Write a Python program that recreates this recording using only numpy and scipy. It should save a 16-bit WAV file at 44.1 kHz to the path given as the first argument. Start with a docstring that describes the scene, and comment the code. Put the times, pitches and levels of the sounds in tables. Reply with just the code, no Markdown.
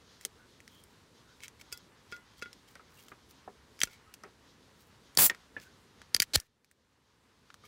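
"""Concrete river bank, quiet outdoor wash throughout; a drink can close to a small camera's microphone.
First, long fingernails (struck lid modes) tick, rub and scrape on the aluminium lid; soft knocks join in.
Nails then pluck the springy pull tab, damped modes with a chatter, and the lid snaps lightly.
The seal cracks and gas hisses out as shaped noise; the scored panel tears open in a run of snaps.
The last pushes a low puff of air at the microphone; the gain control ducks and slowly recovers."""
import sys
import numpy as np
from scipy import signal
from scipy.fft import rfft, irfft, next_fast_len
from scipy.io import wavfile
from scipy.ndimage import map_coordinates

SR = 44100
rng = np.random.default_rng(int(sys.argv[2]) if len(sys.argv) > 2 else 0)


def generate_wav(sig):
    """Save sig (samples, or channels by samples) to the path in sys.argv[1] as 16-bit PCM at SR."""
    pcm = np.round(np.clip(np.atleast_2d(sig).T, -1, 1) * 32767).astype(np.int16)
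    wavfile.write(sys.argv[1], SR, pcm)


N = 338247
T = np.arange(SR // 4) / SR  # time base of one hit, s

# Open air in bands: low edge f/Hz, high edge f/Hz, level/dB, fast waver/dB
AIR_BANDS = [(20, 200, -68, .7), (201, 700, -67.5, 1.53), (694, 3000, -68, 1.1), (2997, 7000, -69.5, 1.94),
             (7000, 21000, -77, 1)]
# Spectrum of the open air, each band levelled on its own: f/Hz, level/dB
AIR_SPECTRUM = [(15, -35), (25, -18), (70, 4), (256, -2), (326, -6), (451, -4.5), (695, -13.5), (962, -9),
                (2110, -14), (2350, -16.5), (3720, -14.5), (5730, -18.5), (10400, -27), (14800, -33.5),
                (16000, -36.5)]

# Fingertips rubbing on the can: t/s, length/s, level/dB
RUBS = [(0.55, 0.46, -69), (2.68, 0.08, -63), (2.84, 0.34, -61.5), (3.28, 0.049, -56), (4.72, 0.22, -67)]
# Gas and froth in the slit: t/s, length/s, level/dB
FROTH_SWELLS = [(5.57, 0.13, -62.5), (6.20, 0.055, -44), (6.352, 0.054, -33.5), (6.37, .13, -55.5)]
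# Spectrum of fine grains: f/Hz, level/dB
GRIT_SPECTRUM = [(800, -17), (2200, 2.5), (3500, 0), (6000, -0.5), (10000, -7.5), (15500, -9)]

# Nails dragging over the lid and making it sing faintly: t/s, length/s, level/dB, f/Hz
SQUEAKS = [(0.36, 0.12, -64, 1480), (0.663, 0.21, -66, 3220), (1.238, 0.13, -66, 1480),
           (2.953, 0.075, -65, 2800), (4.044, .1, -63.5, 1230), (5.573, 0.18, -63.5, 1530)]

# Nails scraping over lid and tab, before the scrape mix: t/s, length/s, level/dB
SCRAPES = [(0.189, 0.097, -60), (1.405, 0.079, -49.5), (1.59, 0.041, -53.5), (2.055, 0.15, -66),
           (2.36, 0.057, -61.5), (2.67, 0.031, -59.5), (2.942, 0.11, -63), (3.799, 0.076, -45.5),
           (3.857, 0.14, -59), (7.624, 0.059, -58)]
# Lid modes that a scrape feeds most: f/Hz, level/dB, t60/s before the length factor
SCRAPED_MODES = [(2230, 0.5, 0.027), (3200, -4, 0.042), (3970, -8, 0.033)]
SCRAPED_MODES_DB = 1.5  # against the rest of the lid
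CATCHES_PER_S, CATCH_SCATTER_DB = 660, 4.5  # a sliding nail sticks and slips

# Light, hard ticks on the lid: nail taps, and the sharp edge of some knocks and snaps:
# t/s, level/dB, tilt/dB per octave, note of the spot f/Hz
TICKS = [(0.2110, -44.5, 0, 1940), (0.2506, -23, 1, 8900), (0.6033, -46, -3, 2040),
         (0.6780, -43, -1.5, 1930), (0.8380, -48, 7, 9000), (1.4045, -46.5, -5, 2230),
         (1.4350, -36.5, -2, 2260), (1.4811, -39.5, -1.5, 6140), (1.613, -44, -6.5, 2300),
         (1.775, -41.5, 5, 5300), (2.165, -47, -5, 5200), (2.5298, -42, -2.5, 5300),
         (2.754, -45.5, -4, 2250), (3.0836, -45.5, -3.5, 1290), (3.7912, -44, -1, 2300),
         (3.804, -32, 2, 6000), (4.1396, -39, -0.2, 5300), (4.236, -45, -5, 5100), (5.151, -44.5, 1, 7000),
         (5.2981, -23, -5.5, 5360), (5.3475, -40.5, -5.5, 1900), (5.5993, -46.5, -5, 5200),
         (6.017, -42, -8, 1796), (6.3735, -23, 1, 5900), (6.4003, -17.5, 2.5, 5730), (6.6455, -44, 0, 2290),
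         (6.7130, -41, 2.5, 1890), (7.5028, -39.5, -11, 1390), (7.5421, -39.5, -3, 1200)]
SPOT_DB, SPOT_T60_S = -3, 0.0074  # the spot's note, as mixed into a tick
# Modes of the lid: f/Hz, level/dB, t60/s before the length factor
LID_MODES = [(1418, -13.5, 0.033), (1767, -7.5, 0.022), (1970, -6, 0.016), (2260, -6.5, 0.018),
             (2650, -6, .014), (3180, -9, 0.031), (4640, -4, 0.019), (5300, -4.5, 0.018), (6020, -7, 0.022),
             (7080, -4.5, 0.015), (7790, -9, 0.019), (9420, -8, .016), (12220, -7, .012)]
# Spectrum of a bare contact on thin sheet: f/Hz, level/dB
CONTACT_SPECTRUM = [(300, -31), (900, -22), (1600, 0.5), (3000, 0), (6000, 5), (10000, 0), (16000, -7)]
RADIATE_HZ = 1200  # the small lid radiates little below this

# Dull knocks of gripped can and flexing lid: t/s, level/dB, f/Hz, t60/s before its factors, body level/dB
KNOCKS = [(0.2531, -40, 450, 0.042, -7), (2.755, -41.5, 1540, 0.044, -2), (2.795, -43, 1290, 0.058, -4.5),
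          (3.117, -37.5, 1223, 0.033, 1), (3.4769, -32, 740, 0.038, -6), (4.236, -36, 1281, 0.061, -1),
          (4.256, -41, 390, 0.09, -5), (5.2971, -17, 1853, 0.04, -12), (5.5653, -27, 1730, 0.054, -9),
          (6.3728, -22.5, 1796, .09, -4), (7.637, -42, 1220, .1, -5.5)]
# Spectrum of a knock's thud: f/Hz, level/dB
THUD_SPECTRUM = [(100, -16), (220, -4), (420, -1), (800, -7), (1300, -3), (2200, 0), (3200, -7), (5000, -6),
                 (8000, -14), (15000, -28)]
SOFT_HZ, SOFT_PER_PITCH = 1120, 1.6  # thud's upper edge: lowest value/Hz, and ratio to the note's pitch
# Full can standing on the concrete: f/Hz, level/dB, t60/s before the length factor
CAN_MODES = [(210, -1, 0.093), (398.7, 0.5, .12), (497, -4, 0.11), (680, -11.5, 0.064)]

# Tab slips off a nail and rings: t/s, level/dB, tilt/dB per octave, ring length factor,
# can thud level/dB before a fixed lift
PLUCKS = [(1.7251, -26.5, 8.5, 0.94, -18), (2.1233, -27.5, -7.5, 1.2, -14), (2.4228, -26, -3.5, 0.61, -11),
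          (2.458, -35, -12, 0.78, -12), (3.8727, -39.5, -1.5, 0.52, -8)]
# Modes of the tab: f/Hz, level/dB, t60/s before the length factor
TAB_MODES = [(1426, 0, 0.15), (2025, -14, 0.29), (2230, -1.5, 0.042), (2607, -2.5, 0.059),
             (3200, -25, 0.11), (3370, -12, 0.2), (3990, -17.5, 0.12), (4600, -13, .07), (4820, -4, 0.076),
             (5220, 1, 0.031), (7070, -14, 0.059), (8600, -23, 0.047), (12060, -19, .05)]
DRAG_S, DRAG_DB = .006, -19.5  # the nail clicks on the tab just before it slips off

# Spectrum of the gas jet: f/Hz, level/dB
JET_SPECTRUM = [(1500, -11.5), (2200, -11.5), (3200, -10.5), (4700, -9), (6200, -9.5), (7400, -7),
                (10000, -6.5), (12500, -5), (15300, -1), (16000, -3)]
# Spectrum of the rush of air: f/Hz, level/dB
RUSH_SPECTRUM = [(30, -7.5), (90, -0.5), (250, 0.5), (650, 0), (1100, -3), (2200, -3), (4000, -9.5),
                 (9000, -39)]
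# Lid resonances rung by the jet: f/Hz, width/Hz, level/dB
JET_WHISTLES = [(4750, 140, -4.5), (7310, 200, -0.5), (8180, 80, 1), (9440, 90, -7), (11150, 110, 7),
                (14840, 120, -1)]
CRACK_S, OPEN_S, SPENT_S = 5.174, 5.184, 5.265  # seal cracks, slit opens, pressure is spent
JET_DB, RUSH_DB = -17.5, -31.5  # at full flow, before the sag
LEAK_DB = -14  # the jet's first leak against full flow
OPENING_S, RELEASE_DB_PER_S = .003, 950  # how fast the flow starts and dies
SAG_HZ, SAG_DB, SAG_DB_PER_S = 6000, 2.5, 84  # below this pitch the jet starts strong, then sags

# Lid snaps under the tab: t/s, level/dB, panel f/Hz, tilt/dB per octave, push level/dB against the snap
SNAPS = [(3.816, -17, 3200, -4, -30), (3.834, -13, 6020, -3.6, -17), (5.1736, -11, 4570, 4.5, -15.5),
         (6.1467, -10.5, 5010, 0.5, -20.5), (6.1645, -20.5, 4750, -1, -26.5),
         (6.2012, -11, 4750, -1.1, -20.5), (6.3566, -11.5, 4350, 7.5, -14.5)]
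# Score tears in evenly spaced slips: t/s, slips, gap/s, first level/dB, growth/dB per slip,
# panel f/Hz, panel level/dB, tilt/dB per octave, push level/dB against the slip
TEARS = [(6.2203, 3, .0043, -16, -4, 1853, -8, 5.5, -38.5),
         (6.3350, 8, .0033, -28, 2, 4206, -1.5, 0, -14.5)]
SNAP_RISE_S = .0002
LEAD_S, LEAD_DB = .0028, -25  # a very faint tick just before each snap
SLIP_RISE_S, SLIP_SCATTER_S = .0006, .0002

TOP_HZ = 15850  # upper limit of the camera's band


def amp(db):
    """Decibels to gain."""
    return 10 ** (np.asarray(db) / 20)


def unit(x):
    """Scale to rms 1."""
    return x / np.sqrt(np.mean(x ** 2) + 1e-20)


def blow(x):
    """Scale a hit to the energy of one millisecond at full level."""
    return x / np.sqrt(np.sum(x ** 2) * 1000 / SR + 1e-20)


def colour(points, hz):
    """Gain of (Hz, dB) points on a log axis."""
    f, db = np.transpose(points)
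    return amp(np.interp(np.log(hz + 1), np.log(f), db))


def filtered(x, response):
    """x times a response of frequency."""
    m = next_fast_len(len(x) + 8192)
    spectrum = rfft(x, m) * response(np.fft.rfftfreq(m, 1 / SR))
    return irfft(spectrum, m)[:len(x)]


def noise(response, size):
    """Coloured noise of rms 1."""
    return unit(filtered(rng.standard_normal(size), response))


def wobble(rate):
    """A smooth random curve, rate knots a second."""
    knots = rng.standard_normal(int(N * rate / SR) + 4)
    return map_coordinates(knots, [np.arange(N) * rate / SR])


def add(track, s, x):
    """Mix x into the track at time s."""
    part = track[max(round(s * SR), 0):][:len(x)]
    part += x[:len(part)]


def swelling(length):
    """A stroke that rises and falls smoothly over length seconds."""
    return np.hanning(max(int(length * SR), 8))


def fade(t60):
    """Exponential decay by 60 dB in t60 seconds."""
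    return amp(-60 * T / max(t60, 1e-4))


def slope(hz, tilt_db):
    """Tilt in dB per octave about 4 kHz, flat below 1 kHz; harder contacts favour high frequencies."""
    return amp(tilt_db * np.log2(np.maximum(hz, 1000) / 4000))


def tone(hz, t60):
    """One damped mode."""
    return np.sin(2 * np.pi * hz * T) * fade(t60)


def ring(modes, tilt_db, length):
    """Damped modes, struck at slightly new strengths each time."""
    out = np.zeros(len(T))
    for hz, db, t60 in modes:
        strength = rng.choice([-1, 1]) * amp(db + rng.normal(0, 1.7))
        out += strength * slope(hz, tilt_db) * tone(hz, t60 * length)
    return blow(out)


def crack(tilt_db, t60, tail_db, tail_t60):
    """The dense, quickly dying upper modes of thin sheet, with a faint longer shimmer."""
    sheet = noise(lambda hz: colour(CONTACT_SPECTRUM, hz) * slope(hz, tilt_db), len(T))
    return blow(sheet * (fade(t60) + amp(tail_db) * fade(tail_t60)))


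def radiated(x):
    """The lid's vibration as it reaches the air, thin in the bass."""
    return signal.sosfilt(signal.butter(2, RADIATE_HZ, "highpass", fs=SR, output="sos"), x)


def outdoors():
    """Far rumble, the wash and splash of the river and a soft hiss, each drifting on its own."""
    out = np.zeros(N)
    for lo, hi, db, waver_db in AIR_BANDS:
        wash = noise(lambda f: colour(AIR_SPECTRUM, f) * (f >= lo) * (f < hi), N)
        drift_db = .25 * wobble(3) + waver_db * wobble(16)
        out += amp(db + drift_db) * wash
    return out


def grit(strokes, clump_db, tilt_db):
    """Swells of tiny clumped grains: noise whose level flickers at random."""
    swells = np.zeros(N)
    texture = noise(lambda f: colour(GRIT_SPECTRUM, f) * slope(f, tilt_db), N)
    grains = unit(texture * amp(clump_db * wobble(500) + 2.74 * wobble(45)))
    for s, length, db in strokes:
        add(swells, s, amp(db) * swelling(length))
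    return swells * grains


def rubs():
    """Fingertips rub on the can in bright, clumped grains."""
    return grit(RUBS, clump_db=6.0, tilt_db=5)


def squeaks(sharpness):
    """Friction feeds one narrow resonance of the lid."""
    out = np.zeros(N)
    for s, length, db, hz in SQUEAKS:
        swell = swelling(length)
        song = noise(lambda f: 1 / (1 + (sharpness * (f / hz - 1)) ** 2), len(swell))
        add(out, s, amp(db) * swell * song)
    return out


def scrapes():
    """A sliding nail catches at random; every catch rings the lid, over a swell of fine grit."""
    out = np.zeros(N)
    for s, length, db in SCRAPES:
        strengths = amp(CATCH_SCATTER_DB * rng.standard_normal(len(T)))
        catches = (rng.random(len(T)) < CATCHES_PER_S / SR) * strengths
        favoured = ring(SCRAPED_MODES, tilt_db=0, length=0.91)
        answer = ring(LID_MODES, tilt_db=0, length=1.7) + amp(SCRAPED_MODES_DB) * favoured
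        swell = swelling(length)[:len(T)]
        rasp = signal.fftconvolve(catches, radiated(answer))[:len(swell)]
        add(out, s, amp(db) * swell * unit(rasp))
    return amp(-2.0) * out + amp(-5) * grit(SCRAPES, clump_db=4.5, tilt_db=1.5)


def tick(tilt_db, hz):
    """One light, hard tick of the lid's modes and sheet; each spot favours its own note."""
    sheet = crack(tilt_db, t60=0.0036, tail_db=-16.0, tail_t60=0.043)
    metal = amp(-7.0) * ring(LID_MODES, tilt_db, length=0.62) + sheet
    spot = amp(SPOT_DB) * blow(tone(hz, t60=SPOT_T60_S))
    return blow((metal + spot) * (1 - fade(0.0023)))


def ticks():
    """Light, hard ticks on the lid: nail taps, and the sharp edge of some knocks and snaps."""
    out = np.zeros(N)
    for s, db, tilt_db, hz in TICKS:
        add(out, s, amp(db) * tick(tilt_db, hz))
    return out


def knocks():
    """Soft blows: one rough, hand-damped note over the can's thud and hum; higher notes, brighter thud."""
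    out = np.zeros(N)
    for s, db, hz, t60, body_db in KNOCKS:
        corner_hz = max(SOFT_HZ, SOFT_PER_PITCH * hz)
        waver = .3 * wobble(300)[:len(T)]  # radians; roughens the note
        note_fade = fade(t60 * .4) + amp(-11) * fade(t60 * 1.74)
        note = blow(np.sin(2 * np.pi * hz * T + waver) * note_fade)
        soft = noise(lambda f: colour(THUD_SPECTRUM, f) / (1 + (f / corner_hz) ** 4), len(T))
        thud = blow(soft * (fade(t60 * 1.8) + amp(-14) * fade(0.2)))
        # soft blows move the whole can
        hum = amp(-8) * (2000 / corner_hz) * ring(CAN_MODES, 0, length=0.95)
        body = amp(body_db) * (thud + hum)
        add(out, s, amp(db) * blow((note + body) * (1 - fade(.008))))
    return out


def tab():
    """The springy tab chatters on the lid, more with a brighter pluck, rings on and jolts the can."""
    out = np.zeros(N)
    for s, db, tilt_db, length, thud_db in PLUCKS:
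        spring = ring(TAB_MODES, 0.82 * tilt_db - 0.5, length)
        rattle = crack(0.73 * tilt_db - 4.0, t60=0.024, tail_db=-10, tail_t60=0.086)
        chatter = amp(-5 + 0.49 * tilt_db) * rattle
        thud = amp(thud_db + 1.5) * ring(CAN_MODES, 0, length=0.26)
        add(out, s, amp(db) * blow(spring + chatter + thud) * (1 - fade(0.0025)))
        add(out, s - DRAG_S, amp(db + DRAG_DB) * tick(tilt_db=-3, hz=2230))
    return out


def froth():
    """Gas and froth fizz in the slit as short swells of grains."""
    return grit(FROTH_SWELLS, clump_db=3.5, tilt_db=0)


def gas():
    """A sputtering jet leaks, bursts out, thins and dies with the pressure; it rings the lid, buffets the air."""
    t = np.arange(N) / SR
    shut = np.clip(1 - (t - OPEN_S) / OPENING_S, 0, 1)  # 1 while only leaking, 0 at full flow
    spent_db = -RELEASE_DB_PER_S * np.maximum(t - SPENT_S, 0)
    sag_db = -SAG_DB_PER_S * np.maximum(t - OPEN_S, 0)

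    def ringing(f):
        bands = [amp(db) * 1j * f * w / (c * c - f * f + 1j * f * w) for c, w, db in JET_WHISTLES]
        return 1 + sum(bands)

    hiss = noise(lambda f: colour(JET_SPECTRUM, f) * ringing(f) * f / (f + 600), N)
    low = filtered(hiss, lambda f: 1 / (1 + (f / SAG_HZ) ** 8))
    thinning = hiss - low + amp(SAG_DB + sag_db) * low
    jet = amp(JET_DB + LEAK_DB * shut + spent_db + 0.93 * wobble(350)) * thinning
    rush_db = RUSH_DB + .7 * LEAK_DB * shut + spent_db + sag_db + 1.3 * wobble(120)
    rush = amp(rush_db) * noise(lambda f: colour(RUSH_SPECTRUM, f), N)
    return (jet + rush) * (t > CRACK_S)


def push(corner_hz):
    """The low thump of the snap, its bass trailing by about a cycle."""
    def thump(hz):
        trailing = np.exp(-2j * np.pi * np.log(hz + 1))
        return trailing * hz / (hz + 50) / (1 + (hz / corner_hz) ** 2)

    return blow(filtered(1. 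* (T == 0), thump))


def snap(panel_hz, panel_db, tilt_db, push_db, rise, length):
    """One snap rings the lid and the scored panel at its own pitch, over a low thump."""
    panel_tone = tone(panel_hz, t60=0.0054 * length) + amp(-11.5) * tone(panel_hz, t60=0.022 * length)
    panel = amp(panel_db) * blow(panel_tone)
    sheet = crack(tilt_db, t60=.0035 * length, tail_db=-24, tail_t60=0.034 * length)
    metal = amp(-5) * ring(LID_MODES, tilt_db, length=0.63 * length) + sheet
    tear = 1 - np.exp(-(T / max(rise, 1e-5)) ** 2)  # the crack takes a moment to run along the score
    return blow(radiated((panel + metal) * tear)) + amp(push_db) * push(corner_hz=800)


def lid():
    """Single snaps as the tab levers the lid, and quick runs of damped slips as the score tears."""
    out = np.zeros(N)
    for s, db, panel_hz, tilt_db, push_db in SNAPS:
        hit = snap(panel_hz, 0.3, tilt_db, push_db, rise=SNAP_RISE_S, length=0.96)
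        add(out, s, amp(db) * hit)
        add(out, s - LEAD_S, amp(db + LEAD_DB) * tick(tilt_db, panel_hz))
    for s, slips, gap, db, growth_db, panel_hz, panel_db, tilt_db, push_db in TEARS:
        for k in range(round(slips)):
            slip_s = s + k * gap + rng.normal(0, SLIP_SCATTER_S)
            slip = snap(panel_hz, panel_db, tilt_db, push_db, rise=SLIP_RISE_S, length=.5)
            add(out, slip_s, amp(db + k * growth_db) * slip)
    return out


def puff(s, db, hz, width, glide):
    """The panel swings into the can and pumps a low puff of air that falls in pitch as it slows."""
    t = np.clip(np.arange(N) / SR - s, -.1, .1)
    cycles = hz * glide * (1 - np.exp(-t / glide))
    return -amp(db) * np.exp(-(t / width) ** 2) * np.cos(2 * np.pi * cycles)


def scene():
    """The can close by, in front of the open air."""
    touches = ticks() + scrapes() + rubs() + squeaks(sharpness=19)
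    can = tab() + lid() + knocks()
    drink = gas() + froth() + puff(s=6.3775, db=-15.5, hz=68, width=0.01, glide=0.024)
    return (outdoors() + touches + can + drink)[None]


def gain_control(x, ceiling_db, recovery_db):
    """Bass above the ceiling turns the gain down at once; it returns at recovery_db a second."""
    bass = np.abs(signal.hilbert(filtered(x, lambda hz: 1 / (1 + (hz / 130) ** 8))))
    excess = np.maximum(20 * np.log10(bass + 1e-9) - ceiling_db, 0)
    climb = recovery_db * np.arange(N) / SR
    return x * amp(climb - np.maximum.accumulate(excess + climb))


def record(dry):
    """The camera microphone's gain control and band limit."""
    held = gain_control(dry[0], ceiling_db=-31, recovery_db=10)
    return filtered(held, lambda hz: 1 / (1 + (hz / TOP_HZ) ** 160))[None]


dry = scene()
out = record(dry)
generate_wav(out)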